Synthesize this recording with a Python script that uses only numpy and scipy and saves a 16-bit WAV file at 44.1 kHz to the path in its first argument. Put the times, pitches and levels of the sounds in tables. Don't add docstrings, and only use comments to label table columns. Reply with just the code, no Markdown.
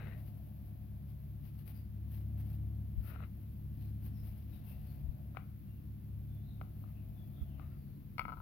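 import sys
import numpy as np
from scipy import signal
from scipy.fft import rfft, irfft, next_fast_len
from scipy.io import wavfile
from scipy.ndimage import uniform_filter1d

SR = 44100
rng = np.random.default_rng(int(sys.argv[2]) if len(sys.argv) > 2 else 0)


def store_wav(level_fs):
    pcm = np.round(np.clip(np.atleast_2d(level_fs), -1, 1) * 32767)
    wavfile.write(sys.argv[1], SR, pcm.T.astype(np.int16))


N = 370881
T = np.arange(N) / SR

# multiple of the cycle rate, level in dB.
ENGINE_HARMONICS = [(4, -2.5), (5, -30.5), (6, -0.5), (9, -20), (10, -22), (12, -16), (14, -36.5),
                    (15, -31.5), (16, -30), (18, -27.5)]
# time in seconds, level in dB.
ENGINE_LEVEL = [(0.0, -47.5), (1.71, -48), (2.32, -41), (2.67, -40), (3.35, -49), (3.93, -44), (4.5, -49),
                (5.83, -49.5), (6.21, -45.5), (7.61, -52), (7.94, -62), (8.41, -61)]
# centre in seconds, fizz level in dB, length in seconds.
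FINGER_STROKES = [(.067, -65.5, .07), (0.188, -64, .025), (.282, -69.5, 0.031), (1.104, -69.5, 0.041),
                  (1.463, -66, 0.064), (1.595, -63.5, .05), (1.678, -48, 0.0026), (1.69, -54.5, 0.038),
                  (1.77, -63, 0.069), (2.149, -58, 0.071), (2.397, -60.5, 0.041), (2.5, -63, 0.096),
                  (3.074, -57, 0.088), (3.845, -68, .12), (4.053, -54.5, 0.045), (4.274, -62, 0.19),
                  (4.546, -63, 0.072), (4.697, -55, 0.064), (4.89, -64.5, 0.2)]
# frequency in Hz, density in dB.
FIZZ_SPECTRUM = [(3000, -55), (7600, -32), (9000, -10.5), (11500, -0.5), (14000, 3), (16000, -2.5)]
BODY_SPECTRUM = [(300, 1), (720, 2), (1200, -7), (2000, -5), (2800, -4.5), (3700, -10), (5000, -11),
                 (6300, -23), (8000, -53)]
SCRAPE_SPECTRUM = [(300, 4), (600, 2.5), (860, -2.5), (1040, -7), (1220, -3.5), (1550, -8), (2050, -1),
                   (2400, -5), (2800, -5), (3250, -18), (3900, -11), (4600, -28), (7000, -38)]
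# centre in seconds, level in dB, length in seconds, squeak in Hz,
# left minus right in dB.
CASE_SCRAPES = [(0.026, -55, 0.11, 1555, 16), (0.114, -60, 0.11, 1865, 26), (3.117, -55, 0.09, 1390, 39),
                (3.228, -57, 0.05, 1390, 25), (5.377, -58.5, 0.036, 1340, 20),
                (6.886, -73.5, 0.077, 1230, 20), (7.406, -72, 0.053, 1320, 22),
                (7.629, -63, 0.066, 1210, 22), (7.742, -70, 0.05, 1320, 22)]
# start in seconds, peak in dB.
FINGER_TAPS = [(3.16, -42), (3.204, -42), (5.348, -46), (5.370, -26.5), (6.613, -33), (6.839, -47),
               (7.596, -40.5)]
# start in seconds, peak of the first slip in dB, length in seconds.
GRIP_CREAKS = [(8.1814, -29, .004), (8.1935, -20, .004), (8.208, -32.5, .012), (8.252, -28.5, .004),
               (8.281, -31.5, .028), (8.32, -33.5, .02), (8.37, -42.5, .02), (8.401, -40.5, .004)]
# frequency in Hz, base bandwidth in Hz, left level in dB, right level in dB.
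CASE_MODES = [(780, 86, 2, -14), (1033, 157, 2.5, -2.5), (1296, 164, 10.5, -32), (1590, 37, -25, -28),
              (2215, 245, 6.5, -3), (2790, 110, -4.5, -32), (3370, 21, -12, -28), (4240, 83, -7.5, -15),
              (5000, 180, -12, -21)]
# centre in seconds, peak in dB, frequency in Hz, length in seconds,
# left minus right in dB.
HAND_BUMPS = [(2.987, -28.5, 55, 0.027, 24), (5.055, -33.5, 68, 0.027, 15), (5.095, -30, 51.3, 0.011, 22),
              (7.425, -29.5, 70, 0.014, -24), (7.68, -43.5, 75.3, 0.079, 4.5)]
# centre in seconds, level in dB, length in seconds, pitch in Hz, trill from 0 to 1.
BIRD_NOTES = [(1.758, -68, .02, 4800, 0.7), (3.82, -77, 0.063, 4200, .6), (4.18, -75, 0.063, 5180, 0.6),
              (4.532, -73, 0.056, 3780, .6), (4.69, -67, .04, 2710, 0.48), (4.88, -74, 0.048, 4400, 0.74),
              (5.71, -70, .05, 2767, 0.11), (6.33, -73.5, 0.06, 3460, 0.07), (6.49, -73, 0.1, 3790, 0.7),
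              (6.97, -72.5, 0.044, 2620, 0.93), (7.19, -72, 0.057, 3450, 0.3),
              (7.38, -69.5, 0.065, 3437, 0.6), (7.52, -72, 0.078, 2830, 0.8), (7.8, -82.5, 0.21, 4500, .5)]
# frequency in Hz, level in dB.
HUM_PARTIALS = [(100.1, -61.5), (150, -60.5), (200.1, -59.5), (250.1, -86.5)]
# frequency in Hz, density in dB.
RUMBLE_SPECTRUM = [(15, -42.5), (28, -19.5), (45, 2), (75, -1), (115, -4), (170, -6.5), (230, -9.5),
                   (300, -14), (400, -27), (650, -37), (1200, -64)]
AIR_SPECTRUM = [(15, -18.5), (35, -7.5), (55, 7), (100, 1.5), (200, -15), (320, -20), (600, -31.5),
                (1200, -55)]
HISS_SPECTRUM = [(300, 4), (1000, 3), (2500, -0.5), (4500, -6.5), (7000, -15.5), (8500, -31), (10000, -4),
                 (12000, 2.5), (16000, 4)]
# time in seconds, level in dB.
RUMBLE_LEVEL = [(0.0, -58.5), (0.3, -60.5), (4.22, -56), (4.71, -58), (8.41, -56.5)]
HOLLOW_LEVEL = [(0, -68), (1.35, -76.5), (1.65, -81.5), (2.5, -71.5), (3.7, -80), (4.2, -77), (5.2, -70.5),
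                (5.55, -82), (7.6, -71), (8.41, -95)]

FAR_PAN_DB = 1.8
GRIP_HZ = 5530


def engine(cycle_hz=17.47, gain_db=2, flutter_db=1.02, beat_s=1.262, crest_s=2.53):
    phase = 2 * np.pi * np.cumsum(cycle_hz * (1 + .002 * drift(1.492))) / SR

    def harmonic(k):
        return np.sin(k * phase + np.pi * k ** 2 / 8 + .31 * drift(7))

    partials = sum(undb(db + flutter_db * drift(2.64)) * harmonic(k) for k, db in ENGINE_HARMONICS)
    beat = np.cos(2 * np.pi * (T - crest_s) / beat_s)
    eighth = undb(-52 + 4 * beat) * harmonic(8)
    return far(partials * undb(curve(ENGINE_LEVEL) + gain_db) + eighth)


def rustle(gain_db=-3, flicker_db=2, rest_fizz_db=-75, rest_body_db=-83, body_slope=.77):
    fidget = undb(3 * drift(8))
    fizz_power = (undb(rest_fizz_db) * fidget) ** 2
    body = undb(rest_body_db) * fidget
    for centre, db, length in FINGER_STROKES:
        stroke = bell(centre, length)
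        fizz_power += (undb(db) * stroke) ** 2
        body += undb(-68.5 + body_slope * (db + 62)) * stroke
    grain = slips(per_second=9000, spread_db=3.5)
    friction = np.sqrt(fizz_power) * colour(grain, FIZZ_SPECTRUM) + body * colour(grain, BODY_SPECTRUM)
    return friction * undb(gain_db + flicker_db * drift(70)) * pan(24)


def scrapes(grain_db=-4, jerk_db=1.5, squeak_db=-6):
    grain = colour(slips(per_second=4000, spread_db=2.5), SCRAPE_SPECTRUM)
    grain *= undb(grain_db + jerk_db * drift(90))
    out = np.zeros((2, N))
    for centre, db, length, hz, left_db in CASE_SCRAPES:
        squeak = resonate(grain, hz, width_hz=120) * undb(squeak_db)
        out += (grain + squeak) * undb(db) * bell(centre, length) * pan(left_db)
    return out


def taps(cutoff_hz=1970, reference_db=-32.5, db_per_octave=27):
    hits = [(start, db, cutoff_hz * 2 ** ((db - reference_db) / db_per_octave))
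            for start, db in FINGER_TAPS]
    ring = ring_case(hits, damping=1.83, thud_db=4.5, tick_db=-28, edge_db=-10, right_db=-5.5)
    return ring + undb(-11) * scatter(ring, t60=.37)


def creaks(slip_gap_s=.0075, slip_fade_db=-2, settled_hz=1440, settle_s=.035):
    hits = []
    for start, db, length in GRIP_CREAKS:
        elapsed = start - GRIP_CREAKS[0][0]
        cutoff_hz = settled_hz + (GRIP_HZ - settled_hz) * np.exp(-elapsed / settle_s)
        for k, delay in enumerate(np.arange(0, length, slip_gap_s)):
            jitter = min(k, 1) * .0006 * rng.standard_normal()
            hits.append((min(start + delay + jitter, T[-1]), db + k * slip_fade_db, cutoff_hz))
    ring = ring_case(hits, damping=.74, thud_db=-11, tick_db=-25.5, edge_db=-15, right_db=-.5)
    return ring + undb(-12) * scatter(ring, t60=.3)


def ring_case(hits, damping, thud_db, tick_db, edge_db, right_db, null_hz=1760, null_width_hz=390):
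    t = np.arange(SR // 16) / SR
    hz, width, left, right = np.transpose(CASE_MODES)
    gains = undb([left, right + right_db]) * width
    attack = 1 - np.exp(-t / .0005)
    decay = np.exp(-np.pi * np.outer(width * damping, t))
    skin = signal.butter(4, 10000, "high", fs=SR, output="sos")
    edge = signal.butter(4, [2500, 5200], "band", fs=SR, output="sos")
    null = signal.iirnotch(null_hz, null_hz / null_width_hz, fs=SR)
    out = np.zeros((2, N + len(t)))
    for start, db, cutoff_hz in hits:
        detuned_hz = hz * (1 + .022 * rng.standard_normal(len(hz)))
        modes = attack * decay * np.cos(2 * np.pi * np.outer(detuned_hz, t))
        modes[0] *= undb(thud_db)
        radiated = signal.lfilter(*null, gains @ modes)
        contact = signal.butter(4, [350, np.clip(cutoff_hz, 600, 12000)], "band", fs=SR, output="sos")
        ring = signal.sosfilt(contact, radiated) + undb(edge_db) * signal.sosfilt(edge, radiated)
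        ring[1] = np.roll(ring[1], SR // 10000)
        tick = signal.sosfilt(skin, rng.standard_normal(len(t))) * np.exp(-t / .0058)
        tick_gain = undb(tick_db) * (cutoff_hz / GRIP_HZ) ** 2 * pan(20)
        i = int(start * SR)
        out[:, i:i + len(t)] += undb(db) * (ring / np.abs(ring).max() + tick_gain * tick)
    return out[:, :N]


def bumps():
    return sum(undb(db) * bell(centre, length) * np.cos(2 * np.pi * hz * (T - centre)) * pan(left_db)
               for centre, db, hz, length, left_db in HAND_BUMPS)


def bird(warble_depth=.06, fall_octaves_per_s=1.3):
    song = np.zeros(N)
    warble = drift(350)
    for centre, db, length, pitch_hz, trill in BIRD_NOTES:
        note = np.abs(T - centre) < 2 * length
        glide = 2 ** (-trill * fall_octaves_per_s * (T[note] - centre))
        hz = pitch_hz * glide * (1 + trill * warble_depth * warble[note])
        song[note] += undb(db) * bell(centre, length)[note] * np.sin(2 * np.pi * np.cumsum(hz) / SR)
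    return scatter(song, t60=.33) * pan(13)


def mains_hum(flutter_db=.9):
    partials = sum(undb(db + flutter_db * drift(2.275)) * np.sin(2 * np.pi * (hz * T + rng.random()))
                   for hz, db in HUM_PARTIALS)
    return far(np.sqrt(2) * partials)


def background(rumble_db=5, air_db=-56, hiss_db=-68, hollow_hz=640):
    rumble = colour(rng.standard_normal(N), RUMBLE_SPECTRUM) * undb(curve(RUMBLE_LEVEL) + rumble_db)
    air = colour(rng.standard_normal((2, N)), AIR_SPECTRUM) * undb(air_db)
    hiss = colour(rng.standard_normal((2, N)), HISS_SPECTRUM) * undb(hiss_db)
    cavity = resonate(rng.standard_normal(N), hollow_hz, width_hz=170)
    hollow = resonate(cavity, hollow_hz, width_hz=340) * undb(curve(HOLLOW_LEVEL))
    return far(rumble) + air * pan(3.2) + hiss * pan(FAR_PAN_DB) + hollow * pan(46)


def slips(per_second, spread_db):
    hit = rng.random(N) < per_second / SR
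    sign = rng.choice([-1, 1], N)
    strength = undb(spread_db * np.minimum(rng.exponential(size=N), 4))
    return unit(hit * sign * strength)


def resonate(x, hz, width_hz):
    return unit(signal.lfilter(*signal.iirpeak(hz, hz / width_hz, fs=SR), x))


def scatter(x, t60):
    t = np.arange(SR // 4) / SR
    echoes = rng.standard_normal((2, len(t))) * np.exp(-np.log(1000) * t / t60)
    return signal.fftconvolve(np.atleast_2d(x), echoes / np.linalg.norm(echoes[0]), axes=1)[:, :N]


def far(x, lag_samples=23):
    return np.array([x, np.roll(x, lag_samples)]) * pan(FAR_PAN_DB)


def pan(left_db):
    return unit(undb([[left_db], [0]]))


def colour(x, spectrum):
    hz, db = np.transpose(spectrum)
    size = next_fast_len(N)
    bin_hz = np.maximum(np.arange(size // 2 + 1) * SR / size, 1)
    gain = undb(np.interp(np.log(bin_hz), np.log(hz), db))
    return unit(irfft(rfft(x, size) * gain, size)[..., :N])


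def drift(rate_hz):
    hold = max(int(SR / rate_hz), 1)
    steps = np.repeat(rng.standard_normal(N // hold + 1), hold)
    return unit(uniform_filter1d(uniform_filter1d(steps, hold), hold)[:N])


def bell(centre, length):
    return np.exp(-.5 * np.minimum((2 * (T - centre) / length) ** 2, 100))


def curve(rows):
    return np.interp(T, *np.transpose(rows))


def undb(db):
    return 10 ** (np.asarray(db) / 20)


def unit(x):
    return x / np.sqrt(np.mean(x ** 2))


def scene():
    surroundings = engine() + mains_hum() + background() + bird()
    return surroundings + rustle() + scrapes() + taps() + creaks() + bumps()


def record(dry, cutoff_hz=15850):
    return signal.sosfilt(signal.ellip(12, .1, 80, cutoff_hz, fs=SR, output="sos"), dry)


dry = scene()
out = record(dry)
store_wav(out)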